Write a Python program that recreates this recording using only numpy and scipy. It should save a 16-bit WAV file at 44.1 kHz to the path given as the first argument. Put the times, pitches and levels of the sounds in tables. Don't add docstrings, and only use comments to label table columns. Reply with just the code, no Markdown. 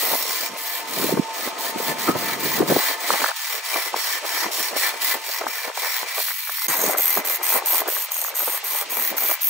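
import sys
import numpy as np
from scipy import signal
from scipy.fft import rfft, irfft
from scipy.io import wavfile
from scipy.ndimage import uniform_filter1d

SR = 44100
rng = np.random.default_rng(int(sys.argv[2]) if len(sys.argv) > 2 else 0)


def pcm_store(signal):
    levels = np.round(np.clip(np.atleast_2d(signal), -1, 1) * 32767)
    wavfile.write(sys.argv[1], SR, levels.astype(np.int16).T)


def nominal_scale(level):
    x = np.asarray(level, float) / 20
    return 10 ** x


N = 418509
HZ = np.maximum(np.arange(N // 2 + 1) * SR / N, 1)

# start in seconds, length in seconds, level of the rasp at the edge in dB,
# level of the ring of blank and rest in dB, brightness in dB.
GOUGE_STROKES = [(-.06, 0.29, -20.5, -32.5, 3), (.215, 0.25, -27.5, -32.5, -3.5),
                 (.579, 0.22, -28, -35.5, 1), (.879, 0.049, -32, -34, -2), (.935, 0.19, -26, -32.5, -0.5),
                 (1.339, 0.15, -32.5, -32.5, -2.5), (1.592, 0.11, -26.5, -30.5, -0.5),
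                 (1.786, 0.13, -24, -28.5, 3.5), (1.991, 0.12, -26.5, -28.5, 1.5),
                 (2.173, 0.17, -27, -28.5, 1.5), (2.401, 0.19, -26, -28.5, 0.5),
                 (2.68, 0.25, -25.5, -27, -1), (3.004, 0.074, -31, -28.5, -2),
                 (3.065, 0.22, -25.5, -25.5, -2.5), (3.362, 0.22, -30, -32, -1.5),
                 (3.648, .24, -30, -29, -3.5), (3.965, 0.21, -33, -27.5, -7.5),
                 (4.256, 0.19, -32, -26, -5.5), (4.522, 0.17, -30, -31, -5.5),
                 (4.77, 0.12, -23, -24.5, -2.5), (5.017, 0.13, -19, -28.5, 5), (5.248, 0.14, -27, -31, 1),
                 (5.478, 0.2, -32.5, -30.5, -1), (5.752, 0.27, -29.5, -31, -1),
                 (6.08, 0.14, -33.5, -29, -3.5), (6.145, 0.19, -21, -34, 1.5),
                 (6.29, 0.83, -26, -38.5, 6.5)]
SKEW_STROKES = [(6.684, 0.054, -24, -17, -7), (6.70, .23, -22, -29.5, 1.5), (6.975, 0.22, -22.5, -31.5, 2),
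                (7.252, 0.11, -22, -28.5, 1), (7.431, 0.15, -21, -26, 2), (7.659, 0.15, -23, -29, -0.5),
                (7.88, 0.17, -23.5, -35.5, 0), (8.112, 0.18, -26, -44, 2), (8.351, 0.23, -24.5, -33.5, 1.5),
                (8.642, 0.18, -23.5, -30, 1), (8.9, 0.21, -26, -33, 2), (9.17, 0.17, -20, -30.5, 6.5),
                (9.415, 0.2, -25.5, -47, 2)]
# touch-down, swell, sag and lift-off in seconds, then the entry, exit and
# lifted levels in dB against the stroke's own level.
GOUGE_RASP_SHAPE = (.016, .075, .04, .036, -4.0, -3.5, -27.0)
GOUGE_RING_SHAPE = (.035, .1, .035, .045, -5.5, -1.5, -14.0)
SKEW_RASP_SHAPE = (.012, 0.12, .03, .036, -3.5, -3.5, -36.0)
SKEW_RING_SHAPE = (.025, 0.16, 0.16, .045, -5.5, -1.5, -14.0)
# brightening from start to end in dB, brightness lost in dB
# per dB of lift.
GOUGE_COLOURING = (2.6, 0.47)
SKEW_COLOURING = (3.5, 0.079)
# time in seconds, place along the rest (no unit), bite of the end grain
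# in dB, singing of the steel over the rasp in dB, lean of the tool (no unit).
GOUGE_HANDLING = [(0, 0.12, 1, -14, 1.7), (.2, 0.092, 5.5, -7, 0.82), (.33, -0.29, 8, -10, -0.41),
                  (.47, 0, 10.5, -2, -.5), (.6, -0.074, 1, 0, 2), (.8, -0.2, 10, -5, 2),
                  (1.1, -0.21, 4.5, -13, 0.94), (1.45, -0.8, 7, -5, -1.6), (1.85, -0.52, 2.5, -15, -1.2),
                  (2.25, -0.48, 10.5, -8, -1.4), (2.55, -0.61, 0.5, 2, -1.5), (2.85, -0.64, -1.5, -3, -1.6),
                  (3.2, -0.76, 2, -21, -0.83), (3.5, -0.5, 11, -4, 0.2), (3.75, 0.16, 5.5, -9, 0.55),
                  (4.1, -0.51, 5.5, -4, 0.41), (4.4, -0.084, 7, -1, 0.44), (4.65, 0, 9.5, -6, 0.5),
                  (4.85, -0.13, 5, -9.5, 0.48), (5.1, -0.36, 8.5, -18, 1.1),
                  (5.35, -0.0064, 10, -4, -0.056), (5.6, -0.24, 7.5, -3.5, 0.25),
                  (5.78, 0.22, 3.5, -10, 0.3), (5.93, 0.36, 8, -6, 0), (6.05, 0.19, 12, -10, -0.4),
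                  (6.2, .3, -9.5, -7.5, 1.4), (6.67, .2, 13.5, -4.5, 0.82)]
SKEW_HANDLING = [(6.68, -0.18, 2.7, 9.8, -0.64), (6.72, -0.29, 4, 5.9, -0.16),
                 (6.93, -0.13, 13, 4.1, -0.44), (7.0, -0.16, 13, 7.6, 0.023), (7.18, 0, 14.3, 3.9, 0.17),
                 (7.5, -0.22, 8.4, 9.1, 0.37), (7.75, 0.064, 12, 8, 0.48), (8.04, 0, 7.6, 3.9, 0.29),
                 (8.13, 0, 18, 7, -0.28), (8.28, -0.11, 13.6, 5.8, -0.53), (8.4, -0.034, 8.1, 8.1, 0.24),
                 (8.75, 0.32, 8.5, 6, 0.6), (9.0, 0.29, 13, 8, 0.55), (9.25, 0.41, 12, 4.4, 0.25),
                 (9.49, 0.16, 11, 12.5, 0.44)]
# time in seconds, turns per second.
SPINDLE = [(0, 38), (1.4, 38), (1.6, 41.5), (2.3, 41.5), (2.6, 37.5), (3.6, 37), (4.9, 35), (5.1, 41.3),
           (6.68, 41.4), (8.16, 41.4), (8.3, 39.5), (8.5, 38), (9.49, 38)]
GOUGE_GRAIN = [(.5, 0.22, 0.8), (0.1, 0.064, 0.3)]
SKEW_GRAIN = [(.55, .09, 1), (.07, .08, .65), (.3, .06, .2), (.85, .06, .2)]
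# frequency in Hz, width in Hz, level in dB, lean at which it sings best.
GOUGE_STEEL = [(4600, 250, -6, -.5), (5510, 100, 1, 0), (5685, 50, -1, 0), (6540, 130, -5, -.4),
               (7450, 90, -7, -.3), (10500, 350, -6, 1.2), (11350, 120, -4, 1), (12100, 300, -6, .5),
               (12700, 400, -8, 1.1), (13500, 350, -2, 1.6), (14000, 300, -2, 1), (15150, 350, 1, -.8),
               (15650, 150, -2, .7)]
SKEW_STEEL = [(5560, 150, -17, 1), (6550, 140, 3, -1), (8740, 300, -2, -.4), (11950, 300, -2, .7),
              (12350, 290, 3, 0), (12800, 370, 0, -.1), (15250, 300, 1, -.2), (15550, 250, 1, .4)]
# frequency in Hz, width in Hz, level under the gouge in dB, level under
# the skew in dB, place along the rest at which it rings best.
BLANK = [(950, 420, -11, -3.5, 0.01), (1767, 26, 12.5, 5, -0.23), (2021, 21.6, 6, 5, 0.01),
         (2090, 57, 6, 7.5, 0.43), (2350, 46, 6, 1.5, 0.68), (3153, 28, 4.5, 0, -0.19)]
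# frequency in Hz, relative spectrum level in dB per Hz.
GOUGE_RASP = [(1800, -18.5), (3000, -3), (4400, -0.5), (6100, -4.5), (7600, -3.5), (10000, -4.5),
              (12500, -6), (15500, 3), (17000, 5)]
SKEW_RASP = [(1800, -13), (3000, -1), (4400, -4), (6100, -1), (7600, -3), (10000, 0), (12500, -3),
             (14300, 3), (15500, -2), (17000, -1)]
BLANK_RASP = [(350, -50), (600, -5), (1020, 5.5), (1500, 0.5), (2000, 10.5), (2750, -6), (4400, -1),
              (6500, -10.5)]
# frequency in Hz, relative spectrum level in dB per Hz.
DRONE = [(180, -49), (300, -20), (433, -26), (889, -25), (1490, -9.5), (2050, -6), (2470, -4), (6610, -11),
         (9390, -19), (15200, -42), (16300, -42)]
# frequency in Hz, width in Hz, relative level in dB.
DRONE_TONES = [(460, 25, -9), (692, 22, -6), (898, 11, 0), (1038, 30, -7), (1258, 30, -8)]
# time in seconds, level in dB.
TONE_STRENGTH = [(0, -36), (.5, -40.5), (1.5, -36), (3.0, -36.5), (3.4, -48.5), (5.4, -42.5), (6.5, -61),
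                 (6.6, -58), (7.2, -51), (7.45, -44.5), (9.49, -60)]
# time in seconds, level in dB, centre in Hz.
WHINE = [(0, -33, 2036), (.5, -44, 2065), (1.5, -52, 2020), (6.54, -60, 2094), (6.59, -35, 2040),
         (6.66, -28.5, 2090), (6.72, -44, 2100), (6.9, -44, 2080), (6.96, -48, 2120), (7.02, -33, 2120),
         (7.17, -35, 2045), (7.24, -38, 2050), (7.3, -35, 2060), (7.42, -63, 2040), (9.49, -64, 2150)]
# time in seconds, level in dB.
RING = [(0, -70), (2.04, -70), (2.08, -20), (2.15, -40), (2.2, -40), (2.26, -38), (2.35, -39), (2.42, -52),
        (9.49, -66)]
# frequency in Hz, width in Hz, level in dB.
RING_MODE = [(1276, 40, 0)]
# time in seconds, relative level in dB, base of the bass edge in Hz.
DRAUGHT = [(0, -31, 172), (.78, -38, 181), (.97, -29, 50), (1.22, -32, 45), (1.26, -33.5, 200),
           (1.6, -29, 154), (1.95, -31.5, 75), (2.1, -30, 43.4), (2.77, -28.5, 42), (2.81, -31.5, 202),
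           (3.26, -30, 196), (3.36, -61, 674), (3.47, -45, 494), (3.52, -52, 257), (4.45, -32.5, 210.2),
           (5.2, -34.5, 194), (5.35, -48, 370), (5.42, -26, 200), (5.52, -36, 307), (6.31, -43, 330),
           (6.36, -64, 790), (6.635, -57, 718), (6.66, -47, 147), (7.0, -34, 224), (7.95, -34, 258),
           (8.06, -45, 418), (8.3, -32.5, 350), (8.8, -46, 280), (9.0, -33, 150), (9.3, -37, 208),
           (9.45, -51, 643), (9.49, -32, 521)]
# middle in seconds, length in seconds, relative level
# in dB, base of the bass edge in Hz.
GUSTS = [(0.082, 0.034, -24.5, 150), (0.13, 0.036, -23.5, 100), (0.297, .015, -24, 115),
         (0.429, 0.037, -28.5, 138), (0.522, 0.078, -31.5, 82), (0.858, 0.13, -33, 120),
         (0.99, 0.034, -24.5, 44), (1.035, 0.051, -23.5, 44), (1.095, 0.017, -21.5, 44),
         (1.138, 0.034, -24, 43), (1.181, 0.022, -21, 43), (1.203, .02, -33, 42.8),
         (1.416, 0.097, -33.5, 105), (1.47, 0.025, -22.5, 125), (1.534, .02, -37, 106),
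         (1.768, 0.036, -24, 64.4), (1.83, 0.064, -32, 90), (1.9, 0.053, -24, 54), (2.093, 0.008, -13, 43),
         (2.157, 0.014, -23.5, 43), (2.456, 0.035, -24, 43.2), (2.61, 0.05, -18, 43),
         (2.712, 0.031, -14.5, 43), (2.764, .01, -17.5, 43), (2.903, 0.013, -20.5, 200),
         (3.125, 0.062, -19.5, 135), (3.225, 0.051, -23.5, 112), (3.297, 0.015, -22, 400),
         (3.557, 0.042, -25.5, 258), (3.768, 0.052, -22, 166), (3.87, 0.013, -23.5, 215),
         (3.953, 0.04, -25.5, 149), (4.156, 0.029, -30, 196), (4.249, 0.014, -24, 249),
         (4.357, 0.016, -27, 195), (4.463, 0.08, -24.5, 126), (4.61, 0.023, -27.5, 130),
         (4.746, 0.044, -22.5, 135), (4.948, 0.037, -27, 170), (5.158, 0.027, -25, 161),
         (5.286, 0.022, -26.5, 218), (5.474, 0.0066, -24.5, 82), (5.677, 0.032, -22.5, 174),
         (5.847, 0.047, -25.5, 243), (5.788, .015, -28, 250), (6.039, 0.062, -33, 165),
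         (6.192, 0.035, -28, 220), (6.495, 0.016, -33, 323), (6.697, 0.04, -27.5, 73),
         (6.801, 0.088, -23.5, 129.4), (6.876, 0.13, -19, 102), (6.977, 0.042, -24.5, 202),
         (7.184, 0.073, -20, 114), (7.275, 0.11, -27.5, 200), (7.407, 0.016, -21.5, 230),
         (7.555, 0.061, -20.5, 145), (7.615, 0.017, -32, 247), (7.748, 0.022, -24, 195),
         (7.815, 0.03, -21.5, 166), (7.873, 0.028, -20, 188), (7.982, 0.019, -29, 275),
         (8.1, 0.024, -35, 330), (8.237, 0.027, -32, 304), (8.336, 0.036, -30.5, 226),
         (8.427, .015, -29, 185), (8.486, 0.024, -26.5, 162), (8.597, .02, -37, 238),
         (8.647, .02, -29.5, 201), (8.73, 0.038, -31.5, 208), (8.89, 0.19, -34.5, 140),
         (8.996, 0.06, -28, 120), (9.127, 0.026, -24, 102), (9.242, 0.042, -27.5, 139),
         (9.309, 0.015, -22.5, 169)]
# frequency in Hz, relative level in dB per Hz.
DRAUGHT_COLOUR = [(40, -9.5), (150, 3), (300, -7.5), (600, 2), (1200, -4.5), (2500, -17.5), (5000, -52)]
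RUMBLE_COLOUR = [(60, -14), (150, -0.5), (300, 1.5), (450, 0.5), (700, -9.5), (1200, -30)]
# middle in seconds, relative peak in dB, pitch of the puffs in Hz.
BUFFETS = [(0.137, -7.5, 725), (0.154, -12, 912), (1.045, -10, 344), (1.093, -9, 447), (1.127, -9, 372),
           (1.177, -8.5, 388), (1.14, -13, 200), (1.198, -4, 200), (1.89, -27, 300), (2.095, -4.5, 180),
           (2.165, -17, 340), (2.3, -14, 990), (2.455, -33, 330), (2.617, -17, 440), (2.718, -10, 400),
           (7.957, -18, 3000), (2.8, -12, 650), (1.762, -18, 302), (1.806, -15, 350), (2.608, -4, 298),
           (2.63, -11, 447), (2.709, -19, 569), (2.724, 1, 357), (2.768, -3.5, 427), (2.912, -13, 883),
           (3.105, -0.5, 790), (3.221, -9, 1103), (3.245, 3, 1160), (3.263, -7, 1375), (3.292, -12, 1140),
           (3.316, -7.5, 1200), (3.762, -6, 845), (3.943, -7.5, 930), (3.964, -11, 1090), (4.249, -19, 811),
           (4.443, -9, 887), (4.465, -12, 910), (4.735, -17.5, 680), (5.468, -7, 910), (5.7, -14, 922),
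           (5.715, -18, 1070), (5.777, -13, 856), (5.847, -13, 1197), (5.862, -19, 800), (6.033, -10, 1150),
           (6.183, -12.5, 950), (6.19, -14.5, 660), (6.307, -16, 1400), (6.284, -14, 1309),
           (6.316, -10, 1420), (6.474, -15.5, 1531), (6.496, -14, 1203), (6.585, -17, 1354),
           (6.62, -16, 1100), (6.841, -11, 556), (6.895, -8, 696), (6.951, -8.5, 1100), (7.174, -8, 855),
           (7.302, -13, 947), (7.525, -13, 784), (7.558, -9, 870), (7.582, -14, 1040), (7.625, -15, 890),
           (7.64, -20, 600), (7.705, -13, 800), (7.747, -12, 930), (7.82, -11, 824), (7.865, -22, 700),
           (7.887, -19.5, 735), (7.925, -18, 910), (7.967, -11.5, 1255), (8.113, -22, 1000),
           (8.165, -17, 1020), (8.249, -14, 990), (8.284, -15, 975), (8.33, -31, 764), (8.341, -17, 1210),
           (8.408, -13, 1230), (8.39, -25, 710), (8.431, -15, 1040), (8.455, -34, 700), (8.481, -17, 1180),
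           (8.497, -30, 800), (8.545, -24, 800), (8.58, -29, 1200), (8.632, -25.5, 800), (8.752, -18, 900),
           (9.02, -20, 1100), (9.345, -22, 980), (8.928, -16, 775), (8.974, -17, 840), (8.99, -16, 1110),
           (9.117, -21, 500), (9.128, -23, 700), (9.152, -20, 697), (9.185, -15, 1110), (9.224, -16, 817),
           (9.305, -18, 1294), (9.315, -11, 960), (9.377, -21, 1300), (9.43, -23, 1180)]
# frequency in Hz, lead of the left in radians.
PORT_PHASE = [(0, 0), (1210, -0.4), (2410, 0.07), (3190, -0.5), (3700, -1.5), (4910, -3.0), (5510, -6.3),
              (5860, -6.2), (8530, -5.7), (8790, -5.5), (11200, -5.7), (11800, -5.9), (12300, -5.7),
              (16600, -6.0)]
# frequency in Hz, left minus right in dB.
PORT_BALANCE = [(60, -2), (110, -3), (200, 0.5), (380, -0.5), (700, 1.2), (1290, 1.3), (2380, 2.5),
                (4400, -3), (8120, -0.1), (15000, 1.6)]
# frequency in Hz, share of sound unlike in the two 0-1.
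UNLIKE = [(40, .4), (100, 0.1), (250, 0.43), (700, 0.31), (2400, 0.33), (4400, 0.78), (8000, 0.34),
          (12000, 0.18), (15000, 0.08)]
# start in seconds, end in seconds.
DIP = (6.667, 6.683)

WAVER_DB = 2.0
LEAN_LOSS_DB = 7.0
BITE_SCATTER = .1
STREAK_DB, STREAK_BINS, STREAK_FRAMES = 1.7, 4, 7
DRONE_DB, WHINE_WOBBLE_HZ = -38.5, 10.0
HUM_HZ, HUM_DB = 899, -3
GUST_FADE_DB_PER_S, EDGE_CLIMB_OCTAVES_PER_S = 593, 61
EDGE_HOLD = 0.32
RUMBLE_DB, RUMBLE_DB_PER_OCTAVE = -9, 5
SMALL_BUFFETS = 130
SMALL_BUFFET_DB, SMALL_SPREAD_DB, SMALL_LOW_HZ, SMALL_HIGH_HZ = -31, 4, 600, 1460
PUFF_SCATTER_S, PUFF_CYCLES, PUFF_DB = 0.0035, 0.5, -4
SHOP_T60_S, SHOP_DB = 0.07, -10.5
PEAK_LIMIT, TOP_CUT_HZ, DIP_DB = .8, 15740, -13


def rms_one(x):
    return x / np.sqrt(np.mean(x ** 2) + 1e-20)


def white():
    return rng.standard_normal((3, N), dtype=np.float32)


def in_time(rows):
    s, *columns = np.transpose(rows)
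    return [np.interp(np.arange(N) / SR, s, c) for c in columns]


def at_hz(points):
    hz, value = np.transpose(points)
    return np.interp(np.log(HZ), np.log(np.maximum(hz, 1)), value)


def coloured(x, spectrum):
    return rms_one(irfft(rfft(x) * nominal_scale(at_hz(spectrum)), N))


def drift(rate_hz):
    r = np.exp(-40 * np.pi * rate_hz / SR)
    noise = rng.standard_normal(N // 20 + 2002)
    slow = signal.lfilter([1], [1, -2 * r, r * r], noise)[2000:]
    return np.interp(np.arange(N) / 20, np.arange(len(slow)), rms_one(slow))


def modes(x, table, lean=0):
    out = 0
    for k, (hz, width_hz, level_db, *best) in enumerate(table):
        r = np.exp(-np.pi * width_hz / SR)
        poles = [1, -2 * r * np.cos(2 * np.pi * hz / SR), r * r]
        rung = signal.lfilter([1 - r * r, 0, r * r - 1], poles, x)
        loss_db = LEAN_LOSS_DB * (lean - sum(best)) ** 2
        out = out + (-1) ** k * nominal_scale(level_db - loss_db + WAVER_DB * drift(3.1)) * rung
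    return rms_one(out)


def fibres(handling, grain, snaps_per_s, spread_db, flutter_db):
    turns_per_s, bite_db = in_time(SPINDLE)[0], in_time(handling)[1]
    started = np.arange(N) >= handling[0][0] * SR
    turn = np.cumsum(turns_per_s * started) / SR
    swell = sum(share * np.exp(-((turn - place) % 1) / fade) for place, fade, share in grain)
    swell = swell * np.clip(1 + BITE_SCATTER * drift(20), 0, 1 + BITE_SCATTER)
    torn = rng.random((3, N)) < snaps_per_s / SR
    level_db = spread_db * drift(210.0) + bite_db * swell + flutter_db * drift(3.35)
    return torn * white() * nominal_scale(level_db)


def stroke_db(strokes, level_db, shape):
    touch_s, swell_s, sag_s, lift_s, entry_db, exit_db, lifted_db = shape
    t = np.arange(0, N + 64, 64) / SR
    each = []
    for (start, length), db in zip(strokes[:, :2], level_db):
        attack = np.interp(t - start, [-touch_s, 0, swell_s], [lifted_db, entry_db, 0], left=-99)
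        release = np.interp(t - start - length, [-sag_s, 0, lift_s, lift_s + .5],
                            [0, exit_db, lifted_db, lifted_db - 12])
        each.append(db + attack + release)
    return np.interp(np.arange(N) / SR, t, np.max(each, axis=0))


def tool(strokes, shapes, handling, tearing, rasp_colour, steel, blank, blank_db):
    strokes, t = np.array(strokes), np.arange(N) / SR
    rasp_shape, ring_shape, (rise_db, dulling) = shapes
    start, length, rasp_db, blank_ring_db, brightness_db = strokes.T
    edge_db = stroke_db(strokes, rasp_db, rasp_shape)
    ring_db = stroke_db(strokes, blank_ring_db, ring_shape)
    ends = np.sort(np.ravel([start, start + length], "F"))
    bright_db = np.interp(t, ends, np.ravel([brightness_db - rise_db / 2, brightness_db + rise_db / 2], "F"))
    lift_db = np.interp(t, ends, np.repeat(rasp_db, 2)) - edge_db
    bright_db = bright_db - dulling * lift_db
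    cutting = (t >= handling[0][0]) & (t <= handling[-1][0])
    tearing = (tearing + 1e-9) * cutting
    place, _, sing_db, lean = in_time(handling)
    shaking = tearing * np.sign(white())
    edge = coloured(tearing, rasp_colour) + nominal_scale(sing_db) * modes(shaking, steel, lean)
    lower = coloured(edge, [(9000, -14.5), (12500, -27.0)])
    upper = coloured(edge, [(9000, -31.5), (11500, -11.5)])
    body = rms_one(coloured(tearing, BLANK_RASP) + nominal_scale(blank_db) * modes(tearing, blank, place))
    rasp = nominal_scale(edge_db) * (upper + nominal_scale(-4.5 - bright_db) * lower)
    return np.sqrt(cutting.mean()) * (rasp + nominal_scale(ring_db) * body)


def gouge():
    tearing = fibres(GOUGE_HANDLING, GOUGE_GRAIN, snaps_per_s=14000.0, spread_db=1.5, flutter_db=1.2)
    shapes = (GOUGE_RASP_SHAPE, GOUGE_RING_SHAPE, GOUGE_COLOURING)
    blank = np.array(BLANK)[:, [0, 1, 2, 4]]
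    return tool(GOUGE_STROKES, shapes, GOUGE_HANDLING, tearing, GOUGE_RASP, GOUGE_STEEL, blank, blank_db=-1.5)


def wavering_sine(hz):
    return np.sin(2 * np.pi * np.cumsum(hz) / SR + rng.uniform(0, 2 * np.pi, (3, 1)))


def lathe():
    drone = nominal_scale(DRONE_DB + 2.0 * drift(48)) * coloured(white(), DRONE)
    ring = nominal_scale(in_time(RING)[0]) * modes(white(), RING_MODE)
    hum = nominal_scale(HUM_DB + 2.5 * drift(8)) * wavering_sine(HUM_HZ + 4 * drift(6))
    tones = nominal_scale(in_time(TONE_STRENGTH)[0]) * (modes(white(), DRONE_TONES) + hum)
    whine_db, whine_hz = in_time(WHINE)
    whine = nominal_scale(whine_db + 2.2 * drift(36)) * wavering_sine(whine_hz + WHINE_WOBBLE_HZ * drift(24))
    return drone + ring + tones + whine


def gusts(t):
    s, level_db, edge_hz = np.transpose(DRAUGHT)
    at, length, gust_db, gust_hz = np.transpose(GUSTS)[:, :, None]
    away = np.maximum(np.abs(t - at) - length / 2, 0)
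    released = np.maximum(np.abs(t - at) - EDGE_HOLD * length / 2, 0)
    gusty_db = np.max(gust_db - GUST_FADE_DB_PER_S * away, axis=0)
    climb_octaves = np.minimum(EDGE_CLIMB_OCTAVES_PER_S * released, 10)
    pulled_hz = np.min(gust_hz * 2 ** climb_octaves, axis=0)
    return (np.maximum(np.interp(t, s, level_db), gusty_db),
            np.minimum(np.interp(t, s, edge_hz), pulled_hz))


def buffets():
    out = np.zeros((3, N))
    when, size, pitch = rng.random((SMALL_BUFFETS, 3)).T
    small = np.transpose([.02 + when * (N / SR - .04),
                          SMALL_BUFFET_DB + SMALL_SPREAD_DB * (2 * size - 1),
                          SMALL_LOW_HZ + pitch * (SMALL_HIGH_HZ - SMALL_LOW_HZ)])
    every = np.vstack([BUFFETS, small])
    for (s, peak_db, hz), chance in zip(every, rng.uniform(-0.97, 1, (len(every), 3, 5))):
        reach = int(3 * SR / hz + PUFF_SCATTER_S * SR)
        cycles = np.arange(-reach, reach) * hz / SR
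        at = round(s * SR)
        for k, (late, detune, *phases) in enumerate(chance):
            own = cycles - (k > 0) * late * PUFF_SCATTER_S * hz
            swell = nominal_scale(peak_db + PUFF_DB - 2.75 * k) * np.exp(-.5 * (own / PUFF_CYCLES) ** 2)
            bend = 2 ** (0.85 * detune * (k > 0))
            puff = swell * np.cos(2 * np.pi * own * bend + np.pi * np.c_[phases])
            out[:, at - reach:at + reach] += puff
    return out


def draught():
    lumpy = rms_one(coloured(white(), DRAUGHT_COLOUR) * nominal_scale(4.2 * drift(35) + 2.55 * drift(100)))
    t = np.arange(0, N + 64, 64) / SR
    level_db, edge_hz = (np.interp(np.arange(N) / SR, t, c) for c in gusts(t))
    rumble_db = RUMBLE_DB + RUMBLE_DB_PER_OCTAVE * np.log2(200 / edge_hz) + 1.4 * drift(37)
    rumble = nominal_scale(rumble_db) * coloured(white(), RUMBLE_COLOUR)
    return nominal_scale(level_db - 7.0) * (lumpy + rumble) + buffets()


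def shop():
    t = np.arange(SR // 2) / SR
    tails = rng.standard_normal((2, len(t))) * nominal_scale(-60 * t / SHOP_T60_S)
    return rfft(tails / np.sqrt(np.sum(tails ** 2, axis=1, keepdims=True)), N)


def skew():
    tearing = fibres(SKEW_HANDLING, SKEW_GRAIN, snaps_per_s=14000.0, spread_db=1.0, flutter_db=0.7)
    shapes = (SKEW_RASP_SHAPE, SKEW_RING_SHAPE, SKEW_COLOURING)
    blank = np.array(BLANK)[:, [0, 1, 3, 4]]
    return tool(SKEW_STROKES, shapes, SKEW_HANDLING, tearing, SKEW_RASP, SKEW_STEEL, blank, blank_db=-2.0)


def streaked(x):
    frames = signal.stft(x, SR, nperseg=1024, noverlap=768)[2]
    field = uniform_filter1d(rng.standard_normal(frames.shape[1:]), size=STREAK_BINS, axis=0)
    field = rms_one(uniform_filter1d(field, size=STREAK_FRAMES, axis=1))
    frames = frames * nominal_scale(STREAK_DB * field - .2)
    return signal.istft(frames, SR, nperseg=1024, noverlap=768)[1][:, :N]


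def scene():
    unlike = np.clip(at_hz(UNLIKE), 0, 1)
    lead = np.interp(HZ, *np.transpose(PORT_PHASE))
    machine = rfft(streaked(gouge() + skew()) + lathe())
    heard = machine + rfft(draught())
    common = np.sqrt(1 - unlike) * heard[0] * [np.exp(1j * lead), np.ones(len(HZ))]
    ports = common + np.sqrt(unlike) * heard[1:]
    ports = ports + nominal_scale(SHOP_DB) * shop() * machine[1:]
    return irfft(ports * nominal_scale(at_hz(PORT_BALANCE) * [[.5], [-.5]]), N)


def roll_off(x):
    return signal.sosfilt(signal.butter(12, 17020, fs=SR, output="sos"), x)


def record(dry):
    rounded = PEAK_LIMIT * np.tanh(dry / PEAK_LIMIT)
    hz, s, frames = signal.stft(rounded, SR, nperseg=1536, noverlap=1152)
    edge_hz = gusts(s)[1] + 78.4
    below_hz = 20.0 * np.logaddexp(0, (edge_hz - hz[:, None]) / 20.0)
    bass_cut = nominal_scale(np.maximum(-.3 * below_hz, -58.0))
    top_cut = np.where(hz[:, None] < TOP_CUT_HZ, 1, nominal_scale(-54))
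    x = signal.istft(frames * bass_cut * top_cut, SR, nperseg=1536, noverlap=1152)[1][:, :N]
    t = np.arange(N) / SR
    mix = x * np.where((t > DIP[0]) & (t < DIP[1]), nominal_scale(DIP_DB), 1)
    return roll_off(mix)


dry = scene()
out = record(dry)
pcm_store(out)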